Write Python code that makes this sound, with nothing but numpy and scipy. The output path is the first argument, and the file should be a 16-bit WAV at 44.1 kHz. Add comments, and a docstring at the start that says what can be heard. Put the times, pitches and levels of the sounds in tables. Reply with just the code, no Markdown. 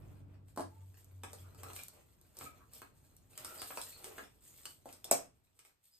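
"""Hands rummage through a box of ornaments on a living-room table, over a dull room rumble.
A low motor, perhaps in the street, throbs, sinks in pitch and stops within two seconds.
From the first strokes, tinsel and wrapping rustle and crackle while pieces slide and jostle.
Light baubles tick and knock against the box; one piece rocks on the table, others squeak, rub and clink.
Near the end a hard piece skids and snaps down once, shaking the box, and the rustle thins out."""
import sys
import numpy as np
from scipy import signal
from scipy.fft import rfft, irfft, next_fast_len
from scipy.io import wavfile

SR = 44100
rng = np.random.default_rng(int(sys.argv[2]) if len(sys.argv) > 2 else 0)


def transcribe(u):
    """Save the signal u as a 16-bit wav file named by the first command-line argument.

    u: samples, shape (n,) or (channels, n), limited to [-1, 1]; the rate is SR.
    q: integer samples, one column per channel.
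    """
    v = np.clip(np.atleast_2d(u).T, -1, 1)
    q = np.round(v * 32767).astype(np.int16)
    wavfile.write(sys.argv[1], SR, q)


N = 264415
CUTOFF_HZ = 15750


def from_db(db):
    """Decibels to gain."""
    return 10 ** (np.asarray(db) / 20)


def unit_rms(x):
    """Scale to rms 1."""
    return x / np.sqrt(np.mean(x ** 2) + 1e-20)


def unit_energy(x):
    """Scale to a mean energy of 1 per channel."""
    return unit_rms(x) / np.sqrt(x.shape[-1])


def at_hz(points, hz):
    """Interpolate a table over log frequency."""
    knots_hz, values = np.transpose(points)
    return np.interp(np.log(np.maximum(hz, 1)), np.log(knots_hz), values)


def band(x, low_hz, high_hz):
    """Causal band-pass."""
    return signal.sosfilt(signal.butter(2, [low_hz, high_hz], "band", fs=SR, output="sos"), x)


def coloured(x, spectrum):
    """Shape by a spectrum; rms 1."""
    length = x.shape[-1]
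    size = next_fast_len(length)
    gain = from_db(at_hz(spectrum, np.fft.rfftfreq(size, 1 / SR)))
    return unit_rms(irfft(rfft(x, size) * gain, size)[..., :length])


def drift(rate_hz):
    """Straight lines between standard normal random values."""
    knots = rng.standard_normal(int(rate_hz * N / SR) + 2)
    return np.interp(np.arange(N) * rate_hz / SR, np.arange(len(knots)), knots)


def seconds(length_s):
    """Time axis from zero."""
    return np.arange(int(length_s * SR)) / SR


def decay(t, t60_s):
    """Fall of 60 dB in t60_s."""
    return np.exp(-np.log(1000) * t / t60_s)


def held_db(start_s, length_s, rise_db_per_s, fall_db_per_s):
    """Rise to 0 dB at start_s, hold, fall."""
    t = np.arange(N) / SR - start_s
    return -rise_db_per_s * np.maximum(-t, 0) - fall_db_per_s * np.maximum(t - length_s, 0)


def struck(modes, length_s=0.5):
    """Damped sines that start together."""
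    t = seconds(length_s)
    return sum(from_db(db) * decay(t, t60_s) * np.sin(2 * np.pi * hz * t)
               for hz, db, t60_s in modes if hz < CUTOFF_HZ)


def add(track, start_s, sound):
    """Mix a sound in at start_s."""
    start = int(round(start_s * SR))
    track[start:start + len(sound)] += sound[:N - start]


def grains(base_per_s, spread_db):
    """Random impulses of uneven size, in clumps."""
    clumping = from_db(4 * drift(60))
    fires = rng.random(N) < base_per_s * clumping / SR
    signs = rng.choice([-1, 1], N)
    return fires * signs * from_db(spread_db * np.minimum(rng.exponential(1, N), 4))


# Room rumble envelope: time_s, level_db
RUMBLE_LEVELS = [(0.0, -52.5), (0.75, -66.5), (1.65, -58.5), (1.9, -67), (2.5, -66.5), (2.8, -65),
                 (5.3, -68.5), (5.64, -81.5), (6.0, -93)]
# Rumble spectrum: freq_hz, gain_db
RUMBLE_SPECTRUM = [(20, -31), (32, -7), (52, 0.5), (90, 3.5), (150, -3), (200, -9.5), (280, -9), (420, -17),
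                   (900, -25.5), (2500, -43.5), (6000, -64)]
# Air hiss spectrum: freq_hz, gain_db
AIR_SPECTRUM = [(30, 11.5), (100, 15.5), (300, 5.5), (700, 2), (2000, 0), (6000, -5.5), (12000, -4.5),
                (15500, -4.5)]

def background(air_db):
    """Dull rumble over the faint hiss of still air."""
    level_db = np.interp(np.arange(N) / SR, *np.transpose(RUMBLE_LEVELS))
    rumble = from_db(level_db) * coloured(rng.standard_normal((2, N)), RUMBLE_SPECTRUM)
    return rumble + from_db(air_db) * coloured(rng.standard_normal((2, N)), AIR_SPECTRUM)


# Motor surges: start_s, length_s, level_db
MOTOR_SURGES = [(0.04, 0.39, -54), (0.655, .03, -51), (0.79, 0.11, -50.5), (1.148, 0.1, -49),
                (1.397, 0.088, -51), (1.608, 0.11, -53)]

def motor(start_hz, sag_hz_per_s, stop_s, idle_db, dulling_db_per_s):
    """A distant motor throbs, slows steadily, grows duller and stops."""
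    t = np.arange(N) / SR
    phase = 2 * np.pi * np.cumsum(start_hz - sag_hz_per_s * t) / SR
    level_db = np.max([db + held_db(start_s, length_s, rise_db_per_s=172, fall_db_per_s=197)
                       for start_s, length_s, db in [(0, stop_s, idle_db), *MOTOR_SURGES]], axis=0)
    overtones = sum(from_db(db) * np.sin(ratio * phase)
                    for ratio, db in [(1.5, -5.5), (2, -13.5), (3, -13)])
    return from_db(level_db) * (np.sin(phase) + from_db(-dulling_db_per_s * t) * overtones)


# Hand strokes through the box: start_s, length_s, crinkle_db, slide_db
HAND_STROKES = [(0.0, 0.19, -81.5, -75), (0.297, 0.048, -87.5, -77), (0.484, 0.013, -77, -82),
                (0.94, 0.07, -72.5, -79), (1.288, 0.12, -71.5, -70.5), (1.427, 0.2, -77, -75.5),
                (1.599, 0.12, -65, -63.5), (1.76, 0.067, -58, -71.5), (1.936, 0.069, -75.5, -72),
                (2.379, .07, -59.5, -63), (2.522, 0.065, -76, -71.5), (2.732, 0.054, -66, -73),
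                (3.307, 0.058, -69.5, -73.5), (3.387, 0.24, -60, -63.5), (3.573, 0.35, -57.5, -70),
                (3.967, 0.22, -64, -67), (4.06, 0.18, -66.5, -65), (4.433, 0.3, -66, -78.5),
                (4.873, 0.075, -66, -72), (5.073, 0.15, -93, -65), (5.344, .03, -85.5, -88),
                (5.456, 0.064, -86.5, -89), (5.56, 0.059, -78.5, -89), (5.652, 0.023, -74.5, -81.5),
                (5.854, 0.018, -71, -99), (5.931, 0.038, -72.5, -99)]

def stirring(hands_in_s, hands_out_s, idle_crinkle_db, idle_slide_db):
    """Crinkle and slide envelopes: strokes swell, hold and die away over a faint idle stir."""
    levels_db = -np.inf
    idle = (hands_in_s, hands_out_s - hands_in_s, idle_crinkle_db, idle_slide_db)
    for start_s, length_s, crinkle_db, slide_db in [idle, *HAND_STROKES]:
        shape_db = held_db(start_s, length_s, rise_db_per_s=425.5, fall_db_per_s=302.5)
        levels_db = np.maximum(levels_db, shape_db + [[crinkle_db], [slide_db]])
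    return from_db(levels_db)


# Tinsel spectrum: freq_hz, gain_db
TINSEL_SPECTRUM = [(800, -23.5), (2200, -9.5), (3500, -4.5), (5000, -3.5), (6500, -6.5), (8200, 3.5),
                   (10000, 3), (12500, 2), (14000, -0.5), (15500, -1.5)]

def tinsel(stir, gain_db, flicker_db):
    """Foil strands flick past each other in a fine sizzle."""
    envelope = stir * from_db(gain_db + flicker_db * drift(45))
    return envelope * coloured(grains(base_per_s=1200, spread_db=-1), TINSEL_SPECTRUM)


def crackling(stir, gain_db, low_hz, high_hz, q):
    """Stiffer bits of foil buckle one at a time, each ringing at one of twelve pitches."""
    pops = grains(base_per_s=150, spread_db=2.2)
    pitches_hz = np.geomspace(low_hz, high_hz, 12)
    pitch_index = rng.integers(0, len(pitches_hz), N)
    rings = sum(signal.lfilter(*signal.iirpeak(hz, q, fs=SR), pops * (pitch_index == k) + 1e-18)
                for k, hz in enumerate(pitches_hz))
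    return stir * from_db(gain_db) * unit_rms(rings)


# Sliding friction spectrum: freq_hz, gain_db
SLIDE_SPECTRUM = [(120, 0), (250, -1), (420, 6.5), (650, 1.5), (1000, -1), (1320, -3), (1650, -10.5),
                  (2600, -6), (4500, -24), (9000, -26)]

def sliding(stir):
    """Pieces stick and slip along the box."""
    return stir * coloured(grains(base_per_s=1000, spread_db=3), SLIDE_SPECTRUM)


# Free bauble shell, lowest two modes split in pairs: freq_ratio, gain_db, t60_s
SHELL_MODES = [(.97, -8, .03), (1, -5, 0.045), (1.47, -8, 0.045), (1.53, -7, .055), (1.95, -11, .03),
               (2.5, -7, .05), (2.93, -5, 0.035)]

def jostling(stir, gain_db, spread_db, per_s, low_hz, high_hz, damping):
    """Strokes nudge baubles of all sizes together; packed in the box, they ring only briefly."""
    out = np.zeros(N)
    for slot, (offset, pitch, force) in enumerate(rng.random((int(per_s * N / SR), 3))):
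        start_s = (slot + offset) / per_s
        pitch_hz = low_hz * (high_hz / low_hz) ** pitch
        modes = [(pitch_hz * ratio, db, t60_s / damping) for ratio, db, t60_s in SHELL_MODES]
        gain = stir[int(start_s * SR)] * from_db(gain_db + spread_db * (2 * force - 1))
        add(out, start_s, gain * struck(modes, length_s=0.04))
    return out


def off_pitch_db(hz, pitch_hz, db_per_octave=7.5):
    """Loss of a knock either side of the piece's pitch."""
    return db_per_octave * np.abs(np.log2(hz / pitch_hz))


# Ornament contacts: start_s, knock_db, pitch_hz, tick_db, crack_db
CONTACTS = [(.481, -70, 2500, -70.5, -50), (.56, -55, 800, -59, -34), (.573, -38, 556, -48, -47),
            (0.594, -36, 302, -53, -48), (.605, -43.5, 895, -48.5, -42), (1.043, -80, 2500, -69.5, -37),
            (1.233, -38.5, 1420, -47, -35), (1.33, -50, 640, -50.5, -28.5), (1.545, -60, 1170, -63, -45),
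            (1.631, -45.5, 980, -51.5, -24.5), (1.699, -46, 1300, -60, -43), (1.731, -60, 2000, -52, -28.5),
            (1.761, -47, 2370, -49, -27), (1.789, -48.5, 1900, -54, -40), (1.833, -71, 2400, -55, -21.5),
            (1.881, -63, 1100, -55, -25.5), (2.211, -77, 1490, -69.5, -40), (2.367, -61, 900, -53, -37),
            (2.386, -63, 1500, -54, -23), (2.409, -42.5, 1530, -57, -40), (2.439, -53, 450, -59, -30),
            (2.733, -68, 2950, -53, -29.5), (2.816, -46, 1300, -58.5, -31), (3.164, -78, 2600, -65, -36.5),
            (3.375, -46, 2570, -48, -20.5), (3.445, -44.5, 1500, -42.5, -29), (3.594, -60, 2000, -52, -32),
            (3.616, -39.5, 1700, -42.5, -28), (3.703, -40.5, 1300, -61, -38),
            (3.771, -35.5, 1300, -42.5, -34), (3.813, -65, 1510, -41.5, -31),
            (4.041, -45.5, 2130, -45.5, -28), (4.180, -38.5, 1390, -72, -44), (4.631, -64, 2000, -61, -47),
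            (4.653, -48, 1400, -46, -25), (4.855, -47, 397, -61.5, -39), (4.888, -53, 2420, -61, -42.5),
            (4.925, -73, 2000, -52.5, -33), (5.043, -64.5, 696, -50.5, -20.5),
            (5.049, -54, 540, -49.5, -37.5), (5.589, -55.5, 3400, -58, -43), (5.648, -57, 3300, -62, -61)]
# Three knock bands, two tick bands: low_hz, high_hz, chatter_t60_s, trim_db, push_over_chatter_db
CONTACT_BANDS = [(203, 840, 0.027, 2, -0.5), (680, 1615, 0.035, -4.5, -5.5),
                 (1755, 3560, 0.025, -6.5, -9.5), (3400, 6700, 0.014, -7, -8.5),
                 (7030, 12150, 0.031, 0.5, -14)]

def touches(gain_db, press_s):
    """Each contact is one clean push and a brief chatter; the knock centres on the piece's pitch."""
    out, t = np.zeros(N), seconds(0.072)
    press = np.minimum(t / press_s, 1) ** 4
    push = signal.unit_impulse(len(t), int(press_s * SR))
    knock_centres_hz = np.sqrt([low_hz * high_hz for low_hz, high_hz, *_ in CONTACT_BANDS[:3]])
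    for start_s, knock_db, pitch_hz, tick_db, _ in CONTACTS:
        bands_db = [*(knock_db - off_pitch_db(knock_centres_hz, pitch_hz)), tick_db, tick_db]
        for band_db, (low_hz, high_hz, t60_s, trim_db, push_db) in zip(bands_db, CONTACT_BANDS):
            chatter = unit_energy(rng.standard_normal(len(t)) * press * decay(t, t60_s))
            burst = band(from_db(push_db) * push + chatter, low_hz, high_hz)
            burst = band(burst, low_hz, high_hz)  # steep edges keep dull knocks free of treble
            add(out, start_s, from_db(band_db + trim_db + gain_db) * unit_energy(burst))
    return out


# Box wall modes: freq_hz, gain_db, t60_s
WALL_MODES = [(727, -6, 0.059), (1300, -6.5, 0.079), (1650, -8.5, .035), (2100, -6.5, .025),
              (2620, -4, 0.022)]

def wall_clacks(gain_db, delay_s, uneven_db):
    """Each knock reaches the box wall, whose modes answer in new proportions."""
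    out = np.zeros(N)
    for start_s, knock_db, pitch_hz, *_ in CONTACTS:
        modes = [(hz, db - off_pitch_db(hz, pitch_hz) + uneven_db * rng.standard_normal(), t60_s)
                 for hz, db, t60_s in WALL_MODES]
        add(out, start_s + delay_s, from_db(knock_db + gain_db) * struck(modes))
    return out


def sharp_edges(delay_s, t60_s):
    """Hard edges meet with a very short, bright crack."""
    out, t = np.zeros(N), seconds(0.01)
    for start_s, *_, crack_db in CONTACTS:
        crack = band(rng.standard_normal(len(t)) * decay(t, t60_s), low_hz=7000, high_hz=16500)
        add(out, start_s + delay_s, from_db(crack_db) * unit_energy(crack))
    return out


def ringing_body(blows, modes, highpass_hz):
    """Blows ring a body too small to radiate bass."""
    out = np.zeros(N)
    for start_s, level_db in blows:
        add(out, start_s, from_db(level_db) * struck(modes))
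    return signal.sosfilt(signal.butter(2, highpass_hz, "high", fs=SR, output="sos"), out)


# Taps of a rocking piece: start_s, level_db
TABLE_TAPS = [(0.5750, -35), (0.5955, -42.5), (.6063, -46.5)]
# Table top modes: freq_hz, gain_db, t60_s
TABLE_MODES = [(252, -24, 0.045), (281.5, -2, 0.08), (620, -33, 0.095), (696, -7.5, 0.13), (824, -9, 0.073),
               (873, -2.5, 0.052), (1032, -3.5, 0.044)]

def set_down():
    """A piece rocks on the table top before it rests."""
    return ringing_body(TABLE_TAPS, TABLE_MODES, highpass_hz=215)


def squeak(start_s, length_s, from_hz, to_hz, settle_s, level_db, t60_s, waver):
    """A smooth piece dragged under a finger squeaks faintly, rising to its note and fading."""
    out, t = np.zeros(N), seconds(length_s)
    glide_hz = to_hz + (from_hz - to_hz) * np.exp(-t / settle_s)
    pitch_hz = glide_hz * (1 + waver * drift(70)[:len(t)])
    envelope = from_db(level_db) * signal.windows.tukey(len(t), 0.4) * decay(t, t60_s)
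    add(out, start_s, envelope * np.sin(2 * np.pi * np.cumsum(pitch_hz) / SR))
    return out


# Rubs of hollow pieces: middle_s, length_s, level_db, pitch_hz, q
HOLLOW_RUBS = [(1.461, 0.05, -64, 1290, 5.1), (1.66, 0.081, -59, 1290, 8.9), (1.705, .23, -64.5, 399, 11),
               (1.797, 0.049, -57, 2380, 24), (2.463, 0.0393, -59, 2400, 8.4),
               (2.468, 0.04, -52.5, 1282, 21), (2.449, 0.11, -56.5, 92, 2), (2.616, 0.075, -66, 1210, 3.2),
               (3.498, 0.23, -60, 1345, 7.7), (3.603, 0.07, -52, 4800, 15), (3.936, 0.091, -59.5, 4330, 18),
               (4.078, 0.096, -58, 415, 5.7), (4.491, 0.098, -65.5, 7200, 22),
               (5.942, 0.092, -71.5, 4920, 18)]

def rubs(gain_db):
    """Friction feeds one resonance of a hollow piece."""
    out = np.zeros(N)
    for middle_s, length_s, level_db, pitch_hz, q in HOLLOW_RUBS:
        swell = np.hanning(int(length_s * SR))
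        friction = rng.standard_normal(SR)[:len(swell)]
        note = band(friction, pitch_hz * (1 - 0.5 / q), pitch_hz * (1 + 0.5 / q))
        add(out, middle_s - length_s / 2, from_db(level_db + gain_db) * swell * unit_rms(note))
    return out


# Baubles left ringing: start_s, level_db, pitch_hz
BAUBLE_CLINKS = [(3.447, -52.5, 2980), (3.815, -45.5, 3490), (4.656, -40.5, 2990), (5.043, -42.5, 3556)]

def clinks():
    """Thin shells ring at a pitch set by their size."""
    out = np.zeros(N)
    for start_s, level_db, pitch_hz in BAUBLE_CLINKS:
        modes = [(pitch_hz * ratio, db, t60_s) for ratio, db, t60_s in SHELL_MODES]
        add(out, start_s, from_db(level_db) * struck(modes))
    return out


SKID_START_S, SKID_LENGTH_S = 5.112, 0.0023

def skid(squeak_hz, squeak_db, grit_db):
    """A hard edge skids for an instant with a shrill, gritty squeak."""
    out, t = np.zeros(N), seconds(SKID_LENGTH_S)
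    grit = from_db(grit_db) * unit_rms(band(rng.standard_normal(len(t)), low_hz=9800, high_hz=13500))
    tone = from_db(squeak_db) * np.sin(2 * np.pi * squeak_hz * t)
    add(out, SKID_START_S, signal.windows.tukey(len(t), 0.2) * (tone + grit))
    return out


# Crack spectrum of the hard piece: freq_hz, gain_db
SNAP_SPECTRUM = [(100, -47.5), (400, -24.5), (900, -16), (1500, -10.5), (2400, -8), (4000, -13.5),
                 (6000, 1), (8000, -5.5), (10000, 3.5), (12500, -1), (14000, -14.5), (15500, -23.5)]
# Hard piece modes: freq_hz, gain_db, t60_s
HARD_PIECE_MODES = [(5120, -37, 0.08), (7200, -35.5, .06), (7700, -36, 0.077), (8140, -30, 0.061),
                    (8300, -32.5, 0.078), (8230, -35.5, 0.08), (8900, -38.5, .06), (11600, -28, 0.06),
                    (12000, -35, 0.038), (12740, -38, .06)]

def snap(crack_db, ring_db):
    """The skidding piece cracks home and rings."""
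    out, t = np.zeros(N), seconds(0.067)
    crack = coloured(rng.standard_normal(len(t)), SNAP_SPECTRUM) * decay(t, t60_s=0.071)
    add(out, SKID_START_S, from_db(crack_db) * crack)
    add(out, SKID_START_S + SKID_LENGTH_S, from_db(ring_db) * struck(HARD_PIECE_MODES))
    return out


# Blow on the box and its rebound: start_s, level_db
BOX_BLOWS = [(5.1143, -21), (5.1245, -27.5)]
# Whole-box modes: freq_hz, gain_db, t60_s
BOX_MODES = [(122, -21, .15), (276, -13, 0.1), (392, -23, 0.09), (432, -19, 0.09), (565, -9.5, .04),
             (655, -1, 0.042), (718, -6.5, 0.045), (770, -5.5, 0.007), (1070, -25, .05), (1330, -28, .04),
             (2320, -24, .06)]

def box_thud():
    """The blow shakes the whole hollow box."""
    return ringing_body(BOX_BLOWS, BOX_MODES, highpass_hz=345)


# Room decay: freq_hz, t60_s
ROOM_DECAY = [(100, 0.38), (300, 0.3), (650, 0.22), (2500, 0.25), (7000, 0.245), (12000, 0.2)]
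# Table and wall reflections: delay_s, gain_db
EARLY_REFLECTIONS = [(.0064, -24), (.0083, -16), (0.0109, -13), (0.0143, -23.5)]

def room(x, tail_db, build_s):
    """Direct sound, near reflections, then a diffuse stereo tail that lasts longest in the bass."""
    t, edges_hz = seconds(0.5), np.geomspace(60, 19000, 11)
    tail = np.zeros((2, len(t)))
    for low_hz, high_hz in zip(edges_hz, edges_hz[1:]):
        t60_s = at_hz(ROOM_DECAY, np.sqrt(low_hz * high_hz))
        tail += band(rng.standard_normal(tail.shape), low_hz, high_hz) * decay(t, t60_s)
    response = from_db(tail_db) * unit_energy(tail * np.minimum(t / build_s, 1))
    response[:, 0] += 1
    for delay_s, gain_db in EARLY_REFLECTIONS:
        arrivals = round(delay_s * SR) + rng.integers(-6, 7, 2)
        response[[0, 1], arrivals] += from_db(gain_db)
    return signal.fftconvolve(x[None], response, axes=1)[:, :N]


def scene():
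    """All on the table shares one room; clinks, skid and edges beam at the microphone and stay drier."""
    crinkle, slide = stirring(hands_in_s=0.563, hands_out_s=5.25, idle_crinkle_db=-80.5,
                              idle_slide_db=-84)
    friction = sliding(slide) + rubs(gain_db=-3)
    friction += squeak(start_s=0.71, length_s=0.11, from_hz=840, to_hz=905, settle_s=0.03,
                       level_db=-62, t60_s=0.68, waver=0.006)
    knocks = touches(gain_db=22, press_s=0.0021) + wall_clacks(gain_db=-8, delay_s=0.002144, uneven_db=3)
    knocks += jostling(np.sqrt(crinkle * slide), gain_db=6.5, spread_db=7, per_s=30,
                       low_hz=1180, high_hz=4320, damping=2.4)
    mix = room(friction + knocks, tail_db=1.5, build_s=0.0072)
    rustle = tinsel(crinkle, gain_db=1.5, flicker_db=3)
    rustle += crackling(crinkle, gain_db=-3.5, low_hz=6500, high_hz=13500, q=22)
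    mix += room(rustle, tail_db=0, build_s=0.009)
    mix += room(clinks(), tail_db=-5.5, build_s=0.008)
    mix += room(set_down() + box_thud(), tail_db=-2, build_s=0.01)
    mix += room(snap(crack_db=-26, ring_db=-4), tail_db=1, build_s=0.007)
    beamed = skid(squeak_hz=8030, squeak_db=-15, grit_db=-28) + sharp_edges(delay_s=0.0021, t60_s=0.011)
    mix += room(beamed, tail_db=-12, build_s=0.013)
    mix += motor(start_hz=96.9, sag_hz_per_s=2.86, stop_s=1.76, idle_db=-58.5, dulling_db_per_s=17)
    return mix + background(air_db=-82)


# Microphone pair width: freq_hz, side_db
STEREO_WIDTH = [(50, -8), (200, -5), (700, 1), (4000, 0.5), (6500, -3), (8000, -12.5), (11500, -21.5),
                (13000, -28)]
# Phase between the ports: freq_hz, left_lead_rad
PORT_LEAD = [(50, 0), (900, 0), (2500, -.6), (4000, -.9), (5500, -2.5), (6600, -1.3), (7600, 0), (8400, .1),
             (9200, 1.7), (9900, 3), (10900, 3.3), (11700, 4.7), (12500, 6.2), (13700, 6.4), (14700, 9.2),
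             (16000, 9.4)]

def record(dry):
    """Two close ports hear the treble alike but out of step; a steep low-pass cuts the top."""
    size = next_fast_len(N + 1000)
    hz = np.fft.rfftfreq(size, 1 / SR)
    left, right = rfft(dry, size)
    mid = (left + right) / 2
    side = (left - right) / 2 * from_db(at_hz(STEREO_WIDTH, hz))
    half_lead = np.exp(0.5j * at_hz(PORT_LEAD, hz))
    pair = irfft(np.array([(mid + side) * half_lead, (mid - side) / half_lead]), size)[:, :N]
    return signal.sosfilt(signal.ellip(10, 0.1, 80, CUTOFF_HZ, fs=SR, output="sos"), pair)


dry = scene()
out = record(dry)
transcribe(out)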